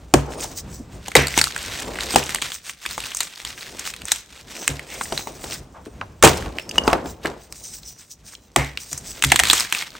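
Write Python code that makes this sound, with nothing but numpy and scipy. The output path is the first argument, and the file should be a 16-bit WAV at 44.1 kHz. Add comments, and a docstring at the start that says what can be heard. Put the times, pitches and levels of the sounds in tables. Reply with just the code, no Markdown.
"""In a small room, just below a phone, hands snap and crush hard chalk blocks over a tray of chalk crumbs.
Each crack is a burst of tiny fractures plus the short ring of the piece; scrapes and a shard ring resonances.
Crumbs grind, tick and trickle as random clicks, and skin rubs on powder as coloured dust noise.
The tray booms in decaying modes when a block jolts it, its rim and the room answer, a faint hiss lies
underneath and the loudest snaps overload."""
import sys
import numpy as np
from scipy import signal
from scipy.fft import rfft, irfft, next_fast_len
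from scipy.io import wavfile
from scipy.ndimage import uniform_filter1d

SR = 44100
rng = np.random.default_rng(int(sys.argv[2]) if len(sys.argv) > 2 else 0)


def master(y):
    """Save y as 16-bit WAV."""
    cut = np.clip(np.atleast_2d(y).T, -1, 1)
    pcm = np.round(cut * 32767)  # scale
    wavfile.write(sys.argv[1], SR, pcm.astype(np.int16))


N = 440559

# cracks and knocks: (time [s], level [dB], ring of the piece [Hz], sharp edge re level [dB],
# base dying t60 [s], which each register stretches or shortens)
CRACK_EVENTS = [(.1388, 0, 700, -3, .016), (.3207, -31, 2210, -5, .012), (.409, -30, 6900, 4, .012),
                (.5806, -33, 5960, 0, .012), (1.061, -34, 2000, -20, .012), (1.082, -23, 800, -2, .019),
                (1.1172, -25, 2080, -9, .016), (1.1526, 3, 2033, -1.5, .02),
                (1.1645, -6, 3830, -14.5, .041), (1.27, -14, 4500, -6, .018), (1.282, -16, 4600, -3, .012),
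                (1.3398, -20.5, 2160, -15, .018), (1.3766, -5, 900, 3, .013), (1.388, -14, 2600, 0, .035),
                (1.4135, -4, 4510, -8.5, .019), (1.4405, -7, 4450, -3, .012), (1.4712, -21, 1240, -3, .012),
                (1.507, -22, 1990, -26, .013), (1.562, -20, 1640, 0, .015), (1.578, -19, 4600, -4, .01),
                (1.8213, -25, 2240, 2, .016), (1.956, -24, 1900, -10, .015), (1.987, -24, 1800, -10, .02),
                (2.0073, -15, 3850, -9, .0098), (2.0339, -17, 4560, -7, .0083),
                (2.067, -21, 3800, -10, .01), (2.1067, -20, 4890, -7, .02), (2.139, -17, 500, -15, .03),
                (2.146, -21, 3000, 0, .02), (2.1588, -1, 780, -2, .022), (2.2289, -17, 2610, -17, .008),
                (2.26, -22, 6000, 2, .008), (2.2927, -18, 1800, -8, .012), (2.322, -25, 3200, 2, .012),
                (2.3466, -12, 4500, 0, .014), (2.3575, -13, 2990, -13, .011), (2.385, -26, 2000, -10, .01),
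                (2.4172, -20, 3000, 0, .01), (2.421, -9, 2570, -6, .0083), (2.5026, -27, 4030, -5, .02),
                (2.519, -17, 3320, -4, .0078), (2.695, -27, 2400, -2, .025), (2.853, -22, 1600, -12, .012),
                (2.8617, -14, 2280, -7, .014), (2.9103, -27, 4300, -3, .019),
                (2.9791, -18.5, 840, -8, .019), (3.0032, -21, 2840, -1, .014),
                (3.0385, -24, 2600, -4, .012), (3.1186, -21, 3120, -16, .0084), (3.148, -22, 6480, 2, .015),
                (3.1697, -24, 6340, 7, .015), (3.2045, -11.5, 3930, .4, .03), (3.232, -23, 6500, 3, .007),
                (3.2774, -28, 4400, -12, .01), (3.3768, -23.5, 3880, -19, .0072),
                (3.4497, -17.5, 3360, -6, .014), (3.5769, -27.5, 1630, -13, .015),
                (3.6095, -28, 3900, -7, .015), (3.7934, -30, 5280, 11.5, .025),
                (3.853, -25, 2950, -14.5, .0066), (3.8665, -24, 3850, 2, .01),
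                (3.8748, -18, 2580, -5, .0076), (3.9372, -28, 2630, -3.5, .02),
                (3.964, -19, 3830, -24, .0052), (4.0183, -28, 2900, -4, .012), (4.054, -29, 6370, 4, .014),
                (4.0832, -20, 3900, 1, .0075), (4.1177, -11, 3810, 5, .026), (4.1595, -28, 3000, 3, .013),
                (4.5522, -27, 2040, -12, .012), (4.625, -30, 900, -20, .012), (4.6779, -9, 2140, 3, .012),
                (4.703, -27, 1800, -15, .012), (4.7941, -22.5, 1980, -11, .012),
                (5.0112, -19, 1100, -12.5, .025), (5.056, -27, 2000, -12, .012),
                (5.1225, -14, 600, -20, .02), (5.1768, -13, 4000, -8, .012), (5.193, -23, 850, -15, .012),
                (5.272, -21, 900, -10, .012), (5.4406, -24, 554, -6, .017), (5.8596, -36, 1280, -6, .012),
                (6.2256, -4.5, 1275, .4, .025), (6.2353, -4, 574, -2, .07), (6.246, -11, 2500, 1, .1),
                (6.2742, -7.5, 2280, -3.5, .016), (6.4238, -25, 1490, -8, .012),
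                (6.46, -27, 1100, -15, .02), (6.5849, -17, 2200, -25, .01), (6.597, -27, 2600, -12, .012),
                (6.692, -30, 5260, 3, .021), (6.7115, -27, 2900, -6, .015), (6.757, -28, 1300, -8, .025),
                (6.781, -10, 850, -8, .018), (6.818, -26, 450, -45, .015), (6.8775, -1, 724, -30, .018),
                (6.9, -23, 2800, -15, .012), (6.9302, -2, 740, -30, .016), (7.0585, -25, 644, -10, .019),
                (7.2565, -18, 1800, -14, .03), (7.5245, -27, 5100, -10, .02), (8.5609, -2, 1980, -1, .014),
                (8.7738, -15, 2600, -25, .012), (8.9292, -22.5, 6300, 4, .017),
                (8.9768, -34, 5200, 11.5, .042), (9.2232, -13.5, 2530, 5, .012),
                (9.238, -5, 1970, -3, .018), (9.2465, -10.5, 3500, 3, .013), (9.3184, .4, 1980, -3, .022),
                (9.3423, -18, 760, -18, .024), (9.3593, -6, 3400, -4, .019), (9.3921, -12.5, 2020, 3, .023),
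                (9.3976, -8, 2000, -3, .028), (9.4357, -9, 2130, -5, .013), (9.4532, -10, 3970, -12, .013),
                (9.4714, -14, 3570, -6, .015), (9.4854, -18, 4370, 0, .015), (9.4995, .4, 3480, -26, .021),
                (9.51, -10.5, 4030, -1, .022), (9.5315, -8, 1264, 5, .027), (9.5788, -20, 3250, -16, .028),
                (9.598, -17, 5340, -3, .032), (9.6063, -7.5, 4500, -10, .009),
                (9.6486, -16, 1930, -20, .0093), (9.7247, -8, 2000, -1, .013),
                (9.7484, -13, 2500, -8, .011), (9.823, -19, 2110, -6, .022),
                (9.9516, -27.5, 1240, -18, .018)]
# thud of a piece ringing at 1 kHz [dB]; smaller, higher pieces thud less
BODY_DB, BODY_DB_PER_OCTAVE = -13, -9
# taps on a hard shard: (time [s], level [dB], added to the lowest mode [dB])
SHARD_TAPS = [(6.692, -25, -14), (6.713, -32, -4), (6.781, -19, 16.5), (6.836, -31, -6), (6.871, -27, -8)]
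# modes of the ringing shard, lowest first: (frequency [Hz], level [dB], t60 [s])
SHARD_MODES = [(2890, 0, .15), (4720, 0, .04), (5210, 0, .04), (6060, 0, .04), (6450, -3, .03)]
# scrapes and bumps that sound one resonance of a solid piece:
# (time [s], time to peak [s], frequency [Hz], width of each of two passes [Hz], level [dB])
SCRAPE_EVENTS = [(.14, .003, 280, 200, -2), (.441, .003, 750, 500, -30), (0.794, 0.006, 249, 150, -32),
                 (1.153, .003, 550, 500, -5), (1.165, 0.032, 2050, 1100, -22),
                 (4.88, .035, 2300, 1400, -39), (5.739, 0.02, 800, 693, -41),
                 (5.862, 0.0076, 293, 252, -33), (6.012, .0012, 1000, 904, -16),
                 (6.014, 0.0069, 890, 700, -33), (6.236, .012, 330, 200, -11), (6.24, .012, 1050, 700, -10),
                 (6.6, 0.018, 5300, 300, -46), (6.84, .015, 800, 500, -29), (6.88, 0.025, 900, 600, -25),
                 (7.63, .025, 6130, 301, -41), (7.831, 0.0014, 3830, 2500, -35),
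                 (7.841, 0.027, 5930, 300, -42), (8.351, 0.00097, 3500, 3010, -32.5),
                 (8.5605, .0015, 880, 450, -10), (8.565, 0.035, 2050, 700, -29),
                 (8.563, .003, 280, 200, -13), (8.57, .022, 780, 600, -27), (9.319, .002, 730, 350, -11),
                 (9.394, .005, 780, 200, -18)]
# slow work of the hands:
# (time [s], crumbs grinding [dB], lumps shifting [dB], weight on the tray [dB])
HAND_WORK = [(0, -68, -75, -44), (.25, -64, -37, -39), (.85, -70, -60, -43), (1.3, -43, -50, -39),
             (1.6, -40, -48, -43), (1.95, -42, -36, -40), (2.35, -47, -44, -46), (2.65, -62, -75, -55),
             (3.06, -39, -55, -46), (3.35, -48, -62, -51), (3.8, -47, -50, -48), (4.3, -64, -68, -52),
             (4.6, -50, -46, -55), (5.4, -54, -43, -41), (5.65, -74, -53, -42), (6.18, -72, -61, -43),
             (6.37, -44, -35, -29), (6.55, -58, -43, -40), (7.05, -60, -37, -37), (7.35, -68, -60, -48),
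             (7.65, -62, -55, -50), (7.85, -64, -68, -52), (8.5, -68, -66, -57), (9.2, -56, -50, -44),
             (9.45, -32, -58, -30), (9.68, -48, -68, -49.5), (9.99, -52, -54, -59)]
# single strokes of the fingers:
# (time of the peak [s], crumbs [dB], skin on powder [dB], fading by 30 dB in [s])
FINGER_STROKES = [(.33, -43, -41, .06), (.42, -39, -31, .1), (.52, -52, -42, .1), (.58, -46, -30, .05),
                  (.73, -55, -43, .12), (.94, -54, -49, .08), (1.07, -46, -52, .15), (1.32, -38, -37, .1),
                  (1.37, -27, -30, .06), (1.67, -38, -45, .2), (1.78, -38, -38, .18), (2.02, -32, -39, .1),
                  (2.12, -33, -33, .1), (2.31, -35, -38, .12), (2.55, -42, -34, .07), (2.67, -42, -35, .07),
                  (2.71, -41, -43, .07), (2.83, -41, -44, .06), (2.86, -40, -52, .08),
                  (2.92, -40, -39, .12), (3.06, -34, -36, .1), (3.17, -42, -33, .07), (3.22, -39, -38, .11),
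                  (3.4, -43, -52, .15), (3.48, -35.5, -39, .08), (3.62, -42, -43, .17), (3.8, -40, -46, .1),
                  (3.87, -35, -35, .07), (4.12, -36, -36, .15), (4.36, -48, -58, .2), (4.54, -41, -42, .15),
                  (4.63, -42, -34, .14), (4.94, -43, -34, .16), (5.03, -44, -31, .12), (5.19, -44, -34, .2),
                  (5.44, -43, -39, .13), (5.53, -37, -30, .09), (5.865, -50, -58, .04),
                  (6.59, -49, -50, .1), (6.76, -40, -38, .06), (6.88, -50, -38, .15), (7.09, -50, -35, .08),
                  (7.255, -38, -58, .07), (7.43, -58, -48, .08), (7.56, -54, -41, .1), (7.66, -54, -35, .1),
                  (7.74, -50, -33, .09), (7.87, -56, -34.5, .1), (8.01, -56, -38, .08),
                  (8.12, -60, -38, .045), (8.28, -52, -42, .08), (8.33, -49, -44, .07),
                  (8.82, -52, -36, .1), (8.92, -44, -37, .1), (9.08, -47, -35.5, .15), (9.17, -42, -41, .1),
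                  (9.33, -33, -39, .15), (9.52, -22, -28, .2), (9.62, -32, -32, .07), (9.77, -31, -37, .17),
                  (9.97, -40, -52, .04)]
STROKE_RISE_SHARE = .7  # a stroke swells in this share of its fading time
STROKE_ROUNDNESS = 1.5  # 1 = pointed peak, 2 = bell
GRIND_DUST_DB = -6  # powder re grinding crumbs
TRICKLE_DB = -63  # fine powder never stops trickling
SPILL_T60_S, SPILL_DUST_DB = .4, -4  # dust re spilling crumbs
# colour of the crumbs: (frequency [Hz], width [Hz], level [dB])
CRUMB_COLOUR = [(800, 2600, -9), (2240, 2700, 8.5), (3600, 500, -6)]
# colour of powder and sharp edges: (frequency [Hz], width [Hz], level [dB])
POWDER_COLOUR = [(6026, 1980, -0.5), (7490, 2620, -4), (12000, 2000, -18), (15020, 690, -4)]
# squeaks of a rubbed block, each resonance passed twice:
# (frequency [Hz], width per pass [Hz], level per pass [dB])
SQUEAK_MODES = [(4050, 300, -2), (4800, 300, -1), (5280, 300, 1.5), (5900, 330, 1.5), (6200, 330, 1.5),
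                (6700, 350, .4), (7250, 350, 1.5), (7700, 350, 1.5), (8200, 380, 1.5), (8800, 400, 1.5)]
# colour of lumps and loose pieces: (frequency [Hz], width [Hz], level [dB])
LUMP_COLOUR = [(294, 360, 22.5), (444, 390, 17.5)]
# sizes of snapping chip: (frequency [Hz], width [Hz], level [dB])
CHIP_SIZES = [(1400, 1200, -4), (2500, 1600, -1), (4200, 2500, -1.5), (6800, 4000, -4)]
# a block jolts the tray:
# (time [s], boom [dB], loose pieces rattling [dB], crumbs spilling [dB])
TRAY_JOLTS = [(.145, -8, -20, -39), (1.165, -10, -17, -25), (1.386, -25, -38.5, -26),
              (2.161, -20.5, -22, -25), (2.421, -37, -39.5, -30), (4.69, -19, -36, -38),
              (5.125, -29, -40, -46), (6.234, -8, -6.5, -19), (6.879, -32, -24.5, -43),
              (6.931, -39, -23, -50), (7.247, -28.5, -22, -42), (8.572, -12, -26, -33),
              (8.917, -30.5, -44, -55), (9.247, -13, -40, -37)]
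# modes of the tray before each jolt detunes them: (frequency [Hz], level [dB], t60 [s])
TRAY_MODES = [(67, -4.5, 0.33), (98, -8, .22), (140, -2.5, 0.3), (220, -1, 0.042), (265, -9.5, 0.3),
              (370, -16, 0.3), (430, -15, 0.24)]
# colour of the reflections off the rim: (frequency [Hz], width [Hz], level [dB])
RIM_COLOUR = [(700, 700, 1), (3300, 2500, -7)]
RIM_DB, RIM_S = -18, .012  # RIM_S: time to fall to 1/e
ROOM_T60_S, ROOM_DB, ROOM_BRIGHT_HZ = .5, -25.5, 6000
HISS_DB = -74.5
PORT_HZ, PORT_LAG_S = 8600, .000286  # above PORT_HZ the left port lags the right
TOP_HZ = 16200


def undb(db):
    """Gain of a level in dB."""
    return 10 ** (np.asarray(db) / 20)


def unit(x):
    """Scaled to rms 1."""
    return x / np.sqrt(np.mean(x ** 2))


def band(x, lo_hz, hi_hz):
    """Butterworth band-pass."""
    return signal.sosfilt(signal.butter(2, [lo_hz, hi_hz], "band", fs=SR, output="sos"), x)


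def ring(x, resonances):
    """Sum of (Hz, width, dB) resonances."""
    return sum(undb(db) * signal.lfilter(*signal.iirpeak(hz, hz / width, SR), x)
               for hz, width, db in resonances)


def shaped(envelope, noise, colour):
    """Noise under an envelope, then coloured; an envelope of 1 gives rms 1."""
    return colour(envelope * noise) / np.std(colour(noise))


def grains(per_s, spread_db):
    """Dense random clicks, a few of them far larger than the rest."""
    hit = rng.random(N) < per_s / SR
    size_db = spread_db * np.minimum(rng.exponential(size=N), 4)
    return unit(hit * rng.standard_normal(N) * undb(size_db))


def walk(rate):
    """Random levels, a new one every 1 / rate s, with glides between; spread a little under 1."""
    k = int(SR / rate)
    return uniform_filter1d(np.repeat(rng.standard_normal(N // k + 1), k), k)[:N]


def curves(table):
    """Columns of a table as sample-rate curves."""
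    s, *columns = np.transpose(table)
    return [np.interp(np.arange(N) / SR, s, c) for c in columns]


def cracks(rise_s=.0002, ring_db=1.5, ring_share=.7, body_share=2.76, edge_share=.85,
           wide_db=-4, wide_share=1.0, sharpness=3, piece_db=-1.5, dust_db=-26, dust_t60=0.29,
           snap_db=-1, snap_share=.3, thud_db=3, thud_hz=330.):
    """Splinters excite each piece around its own ring; body, edge and a tail of debris go with it."""
    t = np.arange(SR // 8) / SR
    body, wide, edge, snap, pieces = np.zeros((5, N + len(t)))
    splinters = np.tile(grains(15000, 1.9), 2)[:N + len(t)]
    debris = undb(dust_db) * 1000 ** (-t / dust_t60) * (1 - (t / t[-1]) ** 2)
    for s, db, hz, edge_db, t60 in CRACK_EVENTS:
        body_db = BODY_DB + BODY_DB_PER_OCTAVE * (np.log2(hz) - np.log2(1000))
        dull_db = min(edge_db, 0)  # a dull edge also softens the snap
        here = slice(int(s * SR), int(s * SR) + len(t))

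        def dying(share):
            return (1 - np.exp(-t / rise_s)) * 1000 ** (-t / (share * np.clip(t60, .004, .1)))

        def piece(x):
            return ring(x, [(hz, hz / sharpness, piece_db)])

        tone = np.sin(2 * np.pi * hz * t)
        thud = np.sin(2 * np.pi * thud_hz * t)
        pieces[here] += undb(db) * shaped(dying(0.8) + debris, splinters[here], piece)
        pieces[here] += undb(db + ring_db) * dying(ring_share) * tone
        pieces[here] += undb(db + body_db + thud_db) * dying(1.5) * thud
        snap[here] += undb(db + snap_db + dull_db) * dying(snap_share)
        wide[here] += undb(db + wide_db + .25 * dull_db) * dying(wide_share)
        body[here] += undb(db + body_db) * dying(body_share)
        edge[here] += undb(db + edge_db) * (dying(edge_share) + debris)
    low = shaped(body, splinters, lambda x: band(x, 180, 756))
    middle = shaped(wide, splinters, lambda x: band(x, 830, 3330))
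    high = shaped(edge, splinters, lambda x: ring(band(x, 5360, 12000), POWDER_COLOUR))
    full = shaped(snap, splinters, lambda x: band(x, 1500, 16000))
    return (full + low + middle + high + pieces)[:N]


def shard(rise_s=.0008, grip_s=.0072):
    """Each tap sounds the clear modes of the shard until the fingers damp it."""
    t = np.arange(SR // 10) / SR
    out = np.zeros(N + len(t))
    phases = 2 * np.pi * rng.random((len(SHARD_TAPS), len(SHARD_MODES)))
    held = (1 - np.exp(-t / rise_s)) * np.exp(-(t / grip_s) ** 6)
    for (s, db, low_db), phase in zip(SHARD_TAPS, phases):
        modes = [undb(mode_db) * 1000 ** (-t / t60) * np.sin(2 * np.pi * hz * t + p)
                 for (hz, mode_db, t60), p in zip(SHARD_MODES, phase)]
        tone = undb(low_db) * modes[0] + sum(modes[1:])
        out[int(s * SR):int(s * SR) + len(t)] += undb(db) * held * tone
    return out[:N]


def scrapes():
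    """Friction noise swells, fades and rings one resonance, applied twice for steep flanks."""
    t = np.arange(SR // 4) / SR
    out = np.zeros(N + len(t))
    noises = rng.standard_normal((len(SCRAPE_EVENTS), len(t)))
    for (s, peak_s, hz, width, db), noise in zip(SCRAPE_EVENTS, noises):
        swell = t / peak_s * np.exp(1 - t / peak_s)

        def piece(x):
            return ring(ring(x, [(hz, width, 0)]), [(hz, width, 0)])

        out[int(s * SR):int(s * SR) + len(t)] += undb(db) * shaped(swell, noise, piece)
    return out[:N]


def fingers(grind_db):
    """Levels of crumbs and powder: steady grinding, strokes that swell and fade, spills after jolts."""
    step = SR // 1000
    t, grind_db = np.arange(0, N, step) / SR, grind_db[::step]
    # powers add
    crumbs = undb(2 * grind_db)
    powder = undb(2 * (grind_db + GRIND_DUST_DB)) + undb(2 * TRICKLE_DB)
    for s, crumb_db, powder_db, fade_s in FINGER_STROKES:
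        flank_s = np.where(t < s, STROKE_RISE_SHARE * fade_s, fade_s)
        stroke = 1000. ** -(np.abs(t - s) / flank_s) ** STROKE_ROUNDNESS
        crumbs = crumbs + undb(2 * crumb_db) * stroke
        powder = powder + undb(2 * powder_db) * stroke
    for s, _, _, spill_db in TRAY_JOLTS:
        fallen_db = 20 * np.log10(1000) * np.abs(t - s) / SPILL_T60_S
        spill = (t > s) * undb(2 * (spill_db - fallen_db))
        crumbs = crumbs + spill
        powder = powder + undb(2 * SPILL_DUST_DB) * spill
    return curves(np.transpose([t, 10 * np.log10(crumbs), 10 * np.log10(powder)]))


def crumbling(crumb_db, powder_db, lump_db, crackle_db=-5, crackle_s=.0008, top_db=-34):
    """Crumbs click densely with lone crackles, skin hisses over powder, lumps knock dully."""
    crumbs = unit(ring(grains(4000, 1.54), CRUMB_COLOUR)) * undb(np.minimum(5.0 * walk(90), 6.0))
    fade = np.exp(-np.arange(SR // 100) / SR / crackle_s)
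    bursts = np.abs(np.convolve(grains(200, 1.1), fade, "same"))
    crackles = unit(ring(bursts * rng.standard_normal(N), CRUMB_COLOUR)) * undb(crackle_db)
    dust = band(grains(8000, 2.3), 3500, 21000)
    # each resonance comes and goes as the grip shifts
    skin = sum(ring(dust, [mode]) * undb(3.8 * walk(18)) for mode in POWDER_COLOUR)
    skin = unit(skin) * undb(3.4 * walk(60))
    # the rubbed block sings now in one mode, now in another
    squeak = sum(ring(ring(dust, [mode]), [mode]) * undb(6.5 * walk(12)) for mode in SQUEAK_MODES)
    powder = unit(skin + undb(-5.0) * unit(squeak))
    knocks = band(ring(grains(4000, 1.2), LUMP_COLOUR), 150, 1100)
    lumps = unit(knocks) * undb(1.5 + 3.8 * walk(22))
    crumbs = undb(crumb_db) * crumbs + undb(np.minimum(crumb_db, top_db)) * crackles
    return crumbs + undb(powder_db) * powder + undb(lump_db) * lumps


def ticks(crumb_db, tick_db=-2, tick_s=.0012, top_db=-37):
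    """Small chips snap at random while crumbs grind; each size has its own ring."""
    fade = np.exp(-np.arange(SR // 100) / SR / tick_s)
    chips = np.zeros(N)
    for chip in CHIP_SIZES:
        bursts = np.abs(signal.fftconvolve(grains(25, 1.4), fade)[:N])
        chips += ring(bursts * rng.standard_normal(N), [chip])
    return undb(np.minimum(crumb_db, top_db) + tick_db) * unit(chips)


def tray(weight_db, push_s=0.0032, rattle_t60=0.32, detune=.012, deep_detune=.08, swing_cycles=.8):
    """Jolts sound the tray's modes and shake its loose pieces; the weight of the hands makes it rumble."""
    t = np.arange(SR // 2) / SR
    knocks, shakes = np.zeros(N + len(t)), np.zeros(N)
    # the load on the tray differs at every jolt, and so do its modes
    loads = rng.standard_normal((len(TRAY_JOLTS), len(TRAY_MODES)))
    for (s, db, rattle_db, _), load in zip(TRAY_JOLTS, loads):
        boom = np.zeros(len(t))
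        for (hz, mode_db, t60), shift in zip(TRAY_MODES, load):
            loaded_hz = hz * (1 + (detune if hz > 100 else deep_detune) * shift)
            swing = (1 - np.exp(-t * hz / swing_cycles)) * 1000 ** (-t / t60)
            boom += undb(mode_db) * swing * np.sin(2 * np.pi * loaded_hz * t)
        knocks[int(s * SR):int(s * SR) + len(t)] += undb(db) * boom
        shakes[int(s * SR)] = undb(rattle_db)
    push = np.hanning(int(push_s * SR))  # a soft push rounds off each boom
    shaking = signal.fftconvolve(shakes, 1000 ** (-t / rattle_t60))[:N]
    rattle = shaking * unit(band(ring(grains(3000, 1.4), LUMP_COLOUR), 180, 2000))
    rumble = unit(ring(rng.standard_normal(N), [(58, 23, 7.5), (99, 20, -4), (140, 63, -8.5)]))
    rumble *= undb(weight_db + 3.8 * walk(14))
    return np.convolve(knocks, push / push.sum())[:N] + rattle + rumble


def rim(x):
    """Quick reflections off the rim of the tray, opposite in sign at the two ports."""
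    t = np.arange(SR // 15) / SR
    echo = ring(rng.standard_normal(len(t)) * np.exp(-t / RIM_S), RIM_COLOUR)
    reflected = signal.fftconvolve(x, echo / np.linalg.norm(echo))[:N]
    return undb(RIM_DB) * reflected * np.array([[1], [-1]])


def room(x):
    """A dull decaying tail, unrelated left and right."""
    t = np.arange(SR // 2) / SR
    tail = band(rng.standard_normal((2, len(t))), 150, ROOM_BRIGHT_HZ)
    tail = tail * 1000 ** (-t / ROOM_T60_S) * (t > .003)
    tail /= np.sqrt(np.sum(tail ** 2, axis=1, keepdims=True))
    return undb(ROOM_DB) * signal.fftconvolve(x[None], tail, axes=1)[:, :N]


def scene():
    """The close sound reaches both ports in step up to PORT_HZ; above it the left lags the right."""
    grind_db, lump_db, weight_db = curves(HAND_WORK)
    crumb_db, powder_db = fingers(grind_db)
    near = cracks() + shard() + scrapes() + crumbling(crumb_db, powder_db, lump_db) + ticks(crumb_db)
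    close = near + tray(weight_db)
    size = next_fast_len(N)
    above_hz = np.maximum(np.fft.rfftfreq(size, 1 / SR) - PORT_HZ, 0)
    half_lag = np.pi * PORT_LAG_S * above_hz  # phase [rad]: left late, right early
    turn = np.exp(1j * np.array([-half_lag, half_lag]))
    ports = irfft(rfft(close, size) * turn, size)[:, :N]
    hiss = undb(HISS_DB) * rng.standard_normal((2, N))
    return ports + rim(close) + room(near) + hiss


def record(dry):
    """The phone drops the deepest bass, clips the loudest snaps and cuts the top."""
    lean = signal.sosfilt(signal.butter(2, 38, "high", fs=SR, output="sos"), dry)
    clipped = np.clip(lean, -1, 1)
    return signal.sosfilt(signal.ellip(8, .2, 70, TOP_HZ, fs=SR, output="sos"), clipped)


dry = scene()
out = record(dry)
master(out)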